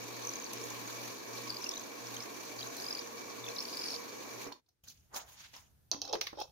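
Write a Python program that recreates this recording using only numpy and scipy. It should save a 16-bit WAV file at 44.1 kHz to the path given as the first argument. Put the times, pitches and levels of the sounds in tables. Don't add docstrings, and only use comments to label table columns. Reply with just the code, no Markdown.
import sys
import numpy as np
from scipy import signal
from scipy.fft import rfft, irfft, next_fast_len
from scipy.io import wavfile
from scipy.ndimage import uniform_filter1d

SR = 44100
rng = np.random.default_rng(int(sys.argv[2]) if len(sys.argv) > 2 else 0)


def unload_audio(sound):
    columns = np.transpose(np.atleast_2d(sound))
    steps = np.round(np.clip(columns, -1, 1) * 32767)
    wavfile.write(sys.argv[1], SR, steps.astype(np.int16))


def invert_db(x):
    u = np.asarray(x, float) / 20
    return 10 ** u


N = 287091
TIME = np.arange(N) / SR
SIDES = np.array([[.5], [-.5]])
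CHANGE_S = 4.835
OFF_S = 4.488
TURN_HZ = 47.2

# (time [s], level [dB])
FEED = [(0.0, -59.5), (0.31, -58), (0.49, -62), (0.53, -57.5), (0.54, -58.5), (1.09, -57), (1.23, -63),
        (1.37, -58.5), (1.95, -61.5), (2.18, -57.5), (2.33, -61.5), (2.85, -58.5), (3.1, -62), (3.95, -59),
        (3.98, -62), (4.37, -62), (4.42, -56.5), (4.45, -60)]


def press():
    feed_db = np.interp(TIME, *np.transpose(FEED)) - np.mean(FEED, axis=0)[1]
    off_db = tent(0, OFF_S, 0, 234)
    hush_db = tent(0, OFF_S - .03, 0, 237)
    chips_db = 0.94 * drift(47.0) + 0.82 * turning()
    return head_rumble(feed_db, off_db, chips_db) + bit_hiss(feed_db, hush_db, chips_db) + hum(off_db)


# (frequency [Hz], level [dB per Hz])
RUMBLE = [(25, -60), (45, -52.5), (70, -41.5), (100, -21.5), (164, -13.5), (250, 1), (466, 0), (753, -7),
          (1100, -2), (1320, -14.5), (2050, -13), (2360, -20), (3000, -20)]
# (frequency [Hz], width [Hz], level to the rumble [dB])
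HEAD = [(289, 37, -14), (330, 34, -35), (403, 24, -14), (471.1, 10, -5.5), (680.3, 16, -14.5),
        (999, 25, -17), (1115.5, 40, -9), (1690, 29, -31.5), (2309, 53, -9)]


def head_rumble(feed_db, off_db, chips_db):
    rumble = noise(RUMBLE, 1.6, 22.0, shared=0.2 * chips_db)
    shake = rng.standard_normal((2, N)) * invert_db(2.0 * drift(27.0))
    for hz, width_hz, level_db in HEAD:
        mode = ring(ring(shake, hz, 3.64 / width_hz), hz, 0.35 / width_hz)
        rumble += invert_db(level_db + 2.13 * drift(9.9) + 0.64 * off_db) * rms_one(mode)
    return invert_db(-50 + 0.42 * feed_db + off_db - 1.9 * SIDES) * rumble


# (frequency [Hz], level [dB per Hz])
CUTTING = [(880, -11.5), (1500, -8.5), (1660, -4.5), (2060, -12), (2320, -1.5), (2800, -9), (2980, -10.5),
           (3480, -8.5), (4450, -4), (5130, -10), (5600, -4.5), (6370, -3.5), (7010, -7), (7600, -16.5),
           (9880, -39), (16700, -120)]
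# (frequency [Hz], level [dB per Hz])
AIR = [(4530, -28), (7700, 4), (9420, 0), (11400, 6.5), (13300, 4.5), (15100, 6), (16000, -6)]


def bit_hiss(feed_db, hush_db, chips_db):
    cutting = invert_db(-50.5 + 0.8 * feed_db + hush_db) * noise(CUTTING, 1.6, 22.0, shared=chips_db)
    air = invert_db(-58.5 + feed_db + hush_db) * noise(AIR, 0.69, 9.9, shared=chips_db * 1.2)
    return cutting + air


# (start [s], end [s], level [dB])
LOADS = [
    (0.0, .3, -61.5),
    (0.552, 1.093, -61.5),
    (1.32, 1.535, -61),
    (2.052, 2.203, -61.5),
    (2.588, 2.665, -61.5),
    (3.42, 3.488, -62),
    (4.362, 4.4, -63.5),
]


def hum(off_db):
    loaded = [level_db + tent(start, end, 151, 150) for start, end, level_db in LOADS]
    hum_db = np.maximum(np.max(loaded, axis=0), -73 + off_db)
    tone = 2.6 * np.sin(2 * np.pi * 119.6 * TIME + 0.36 * drift(3.0) + SIDES * 1.23)
    return invert_db(hum_db - 0.77 * SIDES) * tone


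def turning():
    return np.cos(2 * np.pi * np.cumsum(TURN_HZ * (1 + 0.0364 * drift(6.2))) / SR)


# (first [s], last [s], peak [dB], first pitch [Hz], last pitch [Hz])
RUBS = [
    (2.205, 2.226, -38, 5100, 5500),
    (2.592, 2.609, -38, 4720, 4610),
    (3.442, 3.489, -40, 3560, 3390),
    (3.5, 3.52, -42.5, 4160, 4120),
]
# (time [s], peak [dB], pitch [Hz])
CATCHES = [(.535, -42, 6300), (0.574, -42, 5650), (.616, -42, 5550), (0.641, -39, 6600), (.705, -42, 6680),
           (0.877, -41, 6500), (1.838, -45, 6530), (2.071, -38.5, 5570), (2.146, -44, 3800),
           (2.167, -37.5, 6300), (2.169, -39.5, 3170), (2.615, -38.5, 3200), (2.63, -36, 3900),
           (2.673, -38.5, 6260), (3.014, -45, 5860), (3.021, -47.5, 4050), (3.074, -42, 6000),
           (3.483, -39.5, 2580), (3.488, -38, 5900), (4.385, -44, 5740), (4.42, -45, 6300),
           (4.444, -44, 6500)]
# (time [s],
# peak [dB], pitch [Hz])
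CHATTER = [(0.2243, -43.1, 6060), (0.251, -37.5, 5900), (0.273, -32, 6090), (0.2846, -51, 6150),
           (0.294, -34, 6060), (0.3367, -39.1, 6450), (0.339, -43, 4990), (0.3582, -35.5, 6450),
           (0.4005, -40, 6390), (0.424, -42, 6280), (0.4442, -38.5, 6300), (0.4648, -44.5, 4630),
           (1.4783, -43, 5400), (1.497, -38.5, 5080), (1.5043, -31.5, 4710), (1.5147, -44, 4650),
           (1.525, -41, 4660), (1.533, -48, 4470), (1.5464, -41, 4850), (1.5694, -35, 4850),
           (1.616, -47, 5620), (1.6228, -41.3, 5600), (1.628, -46, 6150), (1.6435, -33.5, 5030),
           (1.6464, -42, 6150), (1.665, -39, 2740), (1.6693, -37, 5740), (1.6925, -29.5, 5530),
           (1.7131, -38, 4930), (1.7174, -44.8, 6470), (1.7183, -43.7, 3530), (1.7197, -46.4, 4960),
           (1.7392, -43.5, 6340), (1.7398, -40, 3690), (1.7598, -40, 6200), (1.7711, -39, 3890),
           (1.778, -37, 6130), (1.797, -39, 6420), (2.7835, -46, 4130), (2.7873, -46.4, 4020),
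           (2.8009, -44, 4550), (2.8013, -40, 5300), (2.8229, -41, 4550), (2.844, -36.5, 5020),
           (2.8664, -36, 4760), (2.8861, -34.5, 5080), (2.9097, -33, 5000), (2.9282, -33, 5070),
           (2.9365, -49, 5620), (2.952, -33.5, 4770), (2.9616, -51, 4770), (2.9734, -39, 4660),
           (2.985, -50, 4630), (2.9933, -35, 4800),
           (3.5632, -42, 4960), (3.5634, -43.5, 5840), (3.5684, -40.5, 3970), (3.5856, -37.5, 4770),
                (3.5858, -37, 5350), (3.5906, -34, 4280), (3.5972, -45.3, 5480), (3.6051, -42, 4880),
                (3.606, -34, 5430), (3.6124, -42, 4850), (3.6255, -37.6, 5260), (3.6525, -43, 5600),
                (3.6543, -39, 4600), (3.6872, -39.5, 4860), (3.6972, -44.1, 4630), (3.7298, -37, 4830),
                (3.7353, -43, 4710), (3.7398, -41, 5100), (3.7482, -41, 4660), (3.772, -34, 4780),
                (3.7788, -39.9, 4930), (3.7933, -37, 5290), (3.7985, -37, 4910), (3.8128, -47, 5370),
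                (3.8146, -41.6, 4710), (3.8198, -36.9, 5000), (3.8357, -41, 5480), (3.8407, -35.5, 4770),
                (3.845, -44.4, 5370), (3.848, -45.3, 4760), (3.8584, -36.5, 5150), (3.8643, -38.4, 4670),
                (3.8774, -39.1, 5280), (3.8854, -37.5, 4600), (3.8883, -40, 5500), (3.8965, -41.6, 5460),
                (3.9024, -43, 5350), (3.906, -36.6, 4580), (3.9085, -43.9, 5280), (3.9201, -38, 5260),
                (3.9276, -44, 4630), (3.933, -40, 4440), (3.9427, -35, 5100), (3.95, -38.3, 4330),
                (3.9609, -44.4, 5560), (3.9634, -38, 4720)]


def rubs():
    rows = []
    for (first, last, level_db, hz0, hz1), luck in zip(RUBS, rng.standard_normal((len(RUBS), 3, 8))):
        part = np.linspace(0, 1, round((last - first) * TURN_HZ) + 1)
        late, loud, sharp = luck[:, :len(part)]
        times = first + part * (last - first) + 0.00083 * late
        pitches = hz0 + part * (hz1 - hz0) + 76 * sharp
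        rows += zip(times, level_db + loud, pitches)
    return rows + CATCHES + [(s, level_db + 1.5, hz) for s, level_db, hz in CHATTER]


def squeaks():
    out, rows = np.zeros((2, N)), rubs()
    before = 400
    t = np.arange(-before, 900) / SR
    for (s, level_db, hz), (long, glide, hand, pan, off) in zip(rows, rng.standard_normal((len(rows), 5))):
        width_s = .0018 * invert_db(1.2 * long)
        shape = np.exp(-.5 * (t / np.where(t < 0, width_s, 0.89 * width_s)) ** 2)
        tone = np.sin(2 * np.pi * hz * t * (1 + 3 * glide * t) + np.sign(hand) * 1.5 * SIDES)
        neighbour_hz = hz + np.sign(off) * 390.0
        tone = tone + 0.34 * np.sin(2 * np.pi * neighbour_hz * t + 3 * off * SIDES)
        tone = tone + 0.065 * (2 * tone ** 2 - 1.16)
        grit = ring(ring(rng.standard_normal((2, len(t))), hz, 0.0013), hz, 0.0013)
        tone = tone + 0.14 * rms_one(grit)
        at = round(s * SR) - before
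        out[:, at:at + len(t)] += invert_db(level_db + 2.0 + 1.9 * pan * SIDES) * shape * tone
    return out


# (start [s], end [s], first level [dB], last level [dB], centre [Hz])
SQUEAL = [
    (.26, .44, -63, -60, 6200),
    (1.477, 1.545, -47.5, -57.5, 4750),
    (1.63, 1.7, -59, -60.5, 5370),
    (1.729, 1.79, -55, -54.5, 3800),
    (2.788, 2.986, -51.5, -53, 4894),
    (3.581, 3.713, -49.5, -47, 4950),
    (3.728, 3.951, -47, -43, 4965),
]


def squeal():
    spells = np.array([np.interp(TIME, [start, end], [db0, db1]) + tent(start, end, 689, 689)
                       for start, end, db0, db1, _ in SQUEAL])
    level_db = spells.max(0)
    hz = np.array(SQUEAL)[spells.argmax(0), -1]
    slip = signal.sosfilt(signal.butter(2, 620.0, fs=SR, output="sos"), rng.standard_normal((4, N)))
    phase = 2 * np.pi * np.cumsum(hz) / SR
    band = rms_one(slip[:2] * np.cos(phase) + slip[2:] * np.sin(phase))
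    band = band + 0.35 * (band ** 2 - uniform_filter1d(band ** 2, size=9))
    throb_db = 4.5 * (2 * turning() ** 2 - 1)
    return invert_db(level_db - 6.5 + 2.0 * drift(67.0) + throb_db) * band


# (time [s], peak [dB])
TICKS = [(0.2703, -48), (0.532, -38), (1.4187, -47), (1.6901, -43), (2.143, -45), (2.7665, -41),
         (3.0719, -55), (3.1557, -57), (3.6262, -45), (3.7688, -46)]


def ticks():
    swell = np.zeros(N)
    swell[[round(s * SR) for s, _ in TICKS]] = invert_db(np.array(TICKS)[:, 1] - 7.0)
    t = np.arange(600) / SR
    swell = np.convolve(swell, t / 0.00067 * np.exp(1 - t / 0.0018))[:N]
    return swell * filtered(rng.standard_normal((2, N)), 2, 3500, "high")


# (time [s], bright peak [dB], bright pitch [Hz], dull level to the peak [dB], dull pitch [Hz])
KNOCKS = [(4.4662, -45.5, 6200, 7, 380), (4.519, -36.5, 4190, -5, 1016), (4.659, -72, 4100, -21, 700),
          (4.685, -61, 6520, -12, 720), (4.873, -49, 6040, -27, 250), (4.879, -39.5, 6300, -25, 250),
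          (4.896, -44, 6500, -21, 250), (4.97, -60, 6640, -22, 500), (5.14, -40, 6500, -11, 1200),
          (5.561, -43, 6200, -7.5, 1056), (5.915, -15, 5940, -23, 710), (5.932, -31.5, 5700, -7, 1010),
          (5.945, -41, 1390, 0, 274), (6.0169, -19.5, 5400, -24, 770), (6.048, -32.5, 5400, -12.5, 790),
          (6.074, -37, 5400, -6, 740), (6.128, -22.5, 5240, -23, 433), (6.131, -46, 3000, 9, 600),
          (6.153, -33, 3000, 2.5, 484), (6.2111, -25.5, 6600, -21, 1260), (6.2128, -25, 2860, -23, 1260),
          (6.2135, -26, 2380, -23.5, 1270), (6.2673, -39, 3900, -16, 1210),
          (6.2693, -27.5, 2260, -15.5, 1194), (6.329, -51, 2380, 8, 353), (6.386, -44, 5430, 2.5, 830),
          (6.398, -38, 5900, -10, 846), (6.416, -39.5, 5400, -10, 530)]
# (frequency [Hz], level [dB], time to fall 60 dB [s])
CHUCK = [(2700, -14, 0.047), (3270, -12, 0.05), (4110, -10.5, 0.038), (4440, -12, 0.05), (4657, -3.5, 0.03),
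         (5400, -10, 0.0089), (5920, -9, 0.039), (6040, 1, 0.013), (6420, 9.5, 0.01)]


def knocks():
    out, t = np.zeros((2, N + SR)), np.arange(SR // 4) / SR
    click = 1.0 * (t == 0)
    dull_top = signal.cheby2(6, 34, 7500, fs=SR, output="sos")
    lucks = rng.standard_normal((len(KNOCKS), len(CHUCK), 2, 1))
    for (s, level_db, hz, dull_db, dull_hz), luck in zip(KNOCKS, lucks):
        crack = rng.standard_normal((2, len(t))) * (invert_db(-60 * t / 0.066) + 2.8 * np.exp(-t / 0.0035))
        body = filtered(crack, 2, [0.24 * hz, 3.15 * hz], "band")
        bright = 0.6 * body / np.abs(body).max() + 0.18 * ring(click, hz, 0.008)
        on_chuck = 5.9 < s < 6.2 and hz > 4300
        for (mode_hz, mode_db, t60), chance in zip(CHUCK, luck):
            bright = bright + on_chuck * invert_db(mode_db - 14 + 3 * chance) * ring(click, mode_hz, t60)
        bright = filtered(bright, 5, 0.71 * hz, "high")
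        snap = filtered(crack * np.exp(-t / 0.011), 2, 9500, "high")
        bright = signal.sosfilt(dull_top, bright) + (0.012 if on_chuck else 0.016) * snap
        if level_db < -27 and hz > 4000:
            scuff = round(0.0079 * SR)
            bright = signal.lfilter(np.hanning(scuff) * rng.standard_normal(scuff), 1, bright)
        thud = ring(ring(click + 0.04 * crack, dull_hz, 0.0063), dull_hz, 0.027)
        boards = filtered(crack, 2, [330, 1350], "band")
        thud = thud / np.abs(thud).max() + 1.02 * boards / np.abs(boards).max()
        hit = bright / np.abs(bright.mean(0)).max() + invert_db(dull_db + 1.0) * thud
        at = round(s * SR)
        out[:, at:at + len(t)] += invert_db(level_db - 2.4 * SIDES) * hit
    return out[:, :N]


# (time [s], peak [dB], pitch [Hz], time to fall 60 dB [s], sag [Hz per s])
THUMPS = [(4.463, -37, 283, 0.15, 0.0), (5.926, -39, 334, 0.12, 600), (5.95, -46, 288, .4, 48),
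          (6.03, -52, 320, .15, 50), (6.094, -32.5, 512.6, 0.14, 300), (6.12, -29, 438.5, 0.22, 100),
          (6.122, -37, 832, .12, 50), (6.146, -25, 495, .07, 300), (6.155, -35, 352, 0.14, 50),
          (6.372, -34, 564, .08, 600), (6.385, -30, 832, 0.098, 50), (6.41, -39, 532, 0.11, 50),
          (6.445, -55, 830, 0.11, 50)]


def thumps():
    out, waver_db = np.zeros((2, N)), 2.0 * drift(30.0)
    for s, level_db, hz, t60, sag in THUMPS:
        t = np.maximum(TIME - s, 0)
        height = invert_db(level_db - 60 * t / t60 + waver_db) * (1 - np.exp(-t / 0.015))
        out += height * np.sin(2 * np.pi * (hz - sag * t / 2) * t + 0.18 * SIDES)
    return out


# (peak [s], rise [dB per s], dull level [dB], bright level [dB], fall [dB per s])
HAND = [(4.838, 7997, -77, -62.5, 85), (4.875, 1502, -82, -56.5, 300), (4.895, 606, -82, -56, 300),
        (5.143, 806, -47, -63, 144), (5.165, 796, -45, -40.5, 295), (5.29, 300, -64.5, -57, 116),
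        (5.41, 136, -69.5, -60, 113), (5.45, 300, -69, -63, 300), (5.535, 3000, -61, -59.5, 143),
        (5.6, 600, -75, -63.5, 200), (5.567, 302, -68, -57, 256)]
# (frequency [Hz], level [dB per Hz])
HAND_LOW = [(180, -19.5), (300, -12.5), (408, -12.5), (796, -4), (887, -3.5), (2200, -15.5), (2860, -55),
            (4840, -120)]
# (frequency [Hz], level [dB per Hz])
HAND_HIGH = [(940, -26), (1600, -9), (2180, -8.5), (2420, -5), (2880, -4.5), (5180, -6), (6790, 1),
             (7920, -15), (13300, -10.5), (16000, -11)]


def hand_brushing():
    return rubbing(HAND, HAND_LOW, HAND_HIGH, grain_db=0.5)


# (peak [s], rise [dB per s], dull level [dB], bright level [dB], fall [dB per s])
SLIDE = [
    (5.41, 200, -90, -54.5, 122),
    (5.45, 300, -90, -52, 400),
    (5.54, 3000, -90, -50, 300),
]


def sliding():
    hiss = filtered(rng.standard_normal((2, N)), 2, (1500, 5130), "band")
    return invert_db(strokes(SLIDE)[1] + 1.3 * drift(50.0)) * rms_one(hiss)


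# (peak [s], rise [dB per s], dull level [dB], bright level [dB], fall [dB per s])
TOOL = [(5.918, 20000, -46, -49, 211), (6.021, 9000, -48.5, -51, 148), (6.082, 900, -54, -52, 106),
        (6.11, 200, -46.5, -52, 250), (6.132, 5000, -37, -40.5, 400), (6.157, 600, -45, -59, 380),
        (6.216, 9000, -49.5, -56, 300), (6.332, 4000, -43.5, -74, 702), (6.375, 5000, -46, -54, 350),
        (6.392, 700, -47, -52, 350), (6.405, 600, -49.5, -47, 400), (6.421, 400, -45, -45.5, 900),
        (6.445, 600, -58, -62, 250)]
# (frequency [Hz], level [dB per Hz])
TOOL_LOW = [(150, -59), (250, -20), (333, -4), (451, -3.5), (511, 2.5), (702, -3.5), (827, 3.5), (908, -7),
            (1600, -25), (2080, -61), (3520, -120)]
# (frequency [Hz], level [dB per Hz])
TOOL_HIGH = [(940, -47), (1600, -21), (2260, -24), (2620, -3), (2880, -27), (3170, -4), (4940, -6),
             (5390, 3), (6110, -17), (7330, -30), (16000, -35)]


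def tool_scraping():
    return rubbing(TOOL, TOOL_LOW, TOOL_HIGH, grain_db=3.5)


# (frequency [Hz], level [dB], time to fall 60 dB [s])
LOOSE = [(2650, -19, .05), (3233, -16, 0.042), (3730, -15, 0.038), (4110, -17.5, .05), (4470, -18, .02),
         (5400, -16.5, 0.017), (5730, -17, 0.04), (5860, -16.5, .05), (6400, -19, 0.034)]


def rattle():
    sizes = invert_db(3.0 * np.minimum(rng.exponential(1, (2, N)), 4))
    clicks = sizes * (rng.random(N) < 1500.0 / SR)
    clicks = clicks * invert_db(strokes(TOOL)[1])
    part = rng.integers(0, len(LOOSE), N)
    rings = sum(invert_db(level_db) * ring(clicks * (part == k), hz, t60)
                for k, (hz, level_db, t60) in enumerate(LOOSE))
    return invert_db(6.0) * filtered(rings, 4, [2400, 6600], "band")


def rubbing(rows, low, high, grain_db):
    dull_db, bright_db = strokes(rows)
    grain = grain_db * (drift(55.0) + 0.38 * drift(300.0))
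    dull = invert_db(dull_db) * noise(low, 2.1, 8.0, shared=grain)
    return dull + invert_db(bright_db) * noise(high, 3.7, 33.0, shared=grain)


def strokes(rows):
    return np.max([tent(s, s, rise, fall) + [[dull_db], [bright_db]]
                   for s, rise, dull_db, bright_db, fall in rows], axis=0)


def room(x, t60):
    t = np.arange(SR // 2) / SR
    tail = rng.standard_normal((2, len(t))) * invert_db(-60 * t / t60) * (t > .004)
    return signal.fftconvolve(x, tail / np.sqrt(np.sum(tail ** 2, 1, keepdims=True)), axes=1)[:, :N]


# (start [s], end [s])
GATE = [
    (0.0, 4.598),
    (4.66, 4.9),
    (4.686, 5.3),
]


def gate():
    open_db = np.max([tent(start, end, 9000, 900) for start, end in GATE], axis=0)
    return np.where(TIME < CHANGE_S, invert_db(open_db), 1)


# (frequency [Hz], level [dB per Hz])
QUIET = [(25, -22), (53, 0), (120, -3), (240, -14.5), (400, -10.5), (700, -22), (4000, -26.5),
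         (16000, -31.5)]
# (frequency [Hz], level [dB per Hz])
SHOP = [(15, -25), (25, -15), (59, 1.5), (94, 1), (137, -2), (175, -6.5), (309, -17), (1160, -28),
        (1610, -26), (1890, -29), (7920, -31.5), (14800, -26), (16000, -49)]


def room_floor():
    quiet = invert_db(-84) * noise(QUIET, .6, 5.0) * (TIME < CHANGE_S)
    return quiet + invert_db(-68) * noise(SHOP, 0.96, 2.1) * (TIME >= CHANGE_S)


# (frequency [Hz], likeness [0 to 1])
LIKENESS = [(30, 0.74), (120, 0.73), (400, 0.016), (1000, 0.066), (4000, 0.0037), (12000, .0)]


def noise(spectrum, patchy_db, rate, shared=0):
    size = next_fast_len(N)
    hz = np.maximum(np.arange(size // 2 + 1) * SR / size, 1)
    alike = np.clip(at_hz(LIKENESS, hz), -1, 1)
    mid, side = rfft(rng.standard_normal((2, size))) * invert_db(at_hz(spectrum, hz))
    pair = np.sqrt(1 + alike) * mid + 2 * SIDES * np.sqrt(1 - alike) * side
    lowest, highest = spectrum[0][0], spectrum[-1][0]
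    pair *= (hz > lowest) & (hz < highest)
    out, half_octave = 0, 2 * np.log2(hz)
    for k in range(int(2 * np.log2(lowest)), int(2 * np.log2(highest)) + 2):
        band = irfft(pair * np.clip(1 - abs(half_octave - k), 0, 1), size)[:, :N]
        out = out + band * invert_db(patchy_db * drift(rate))
    out = out * invert_db(shared)
    return out / np.sqrt(np.mean(out.mean(0) ** 2))


def drift(rate):
    r = np.exp(-80 * np.pi * rate / SR)
    slow = signal.lfilter([1], [1, -2 * r, r * r], rng.standard_normal(N // 40 + 2002))[2000:]
    return np.interp(np.arange(N) / 40, np.arange(len(slow)), rms_one(slow))


def ring(x, hz, t60):
    r, w = invert_db(-60 / (t60 * SR)), 2 * np.pi * hz / SR
    return signal.lfilter([0, np.sin(w)], [1, -2 * r * np.cos(w), r * r], x + 1e-18)


def filtered(x, order, hz, kind):
    return signal.sosfilt(signal.butter(order, hz, kind, fs=SR, output="sos"), x)


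def tent(start, end, rise, fall):
    return -abs(rise) * np.maximum(start - TIME, 0) - abs(fall) * np.maximum(TIME - end, 0)


def at_hz(points, hz):
    table_hz, values = np.transpose(points)
    return np.interp(np.log(hz), np.log(table_hz), values)


def rms_one(x):
    return x / np.sqrt(np.mean(x ** 2) + 1e-20)


def scene():
    bit = squeaks() + squeal() + ticks()
    hits = knocks() + thumps()
    handling = hand_brushing() + tool_scraping() + rattle() + sliding()
    echoes = room(invert_db(-13.0) * bit + invert_db(-7.5) * hits, t60=0.22)
    work = press() + bit + hits + echoes
    return work * gate() + handling * invert_db(-1.5 * SIDES) + room_floor()


def roll_off(x):
    return signal.sosfilt(signal.butter(12, 16470, fs=SR, output="sos"), x)


def record(dry):
    b, a = signal.iirnotch(7600, 14.0, SR)
    mic = 0.39 * dry + 0.52 * signal.lfilter(b, a, dry)
    mic = signal.sosfilt(signal.ellip(12, .5, 80, 15790, fs=SR, output="sos"), mic)
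    return roll_off(mic)


dry = scene()
out = record(dry)
unload_audio(out)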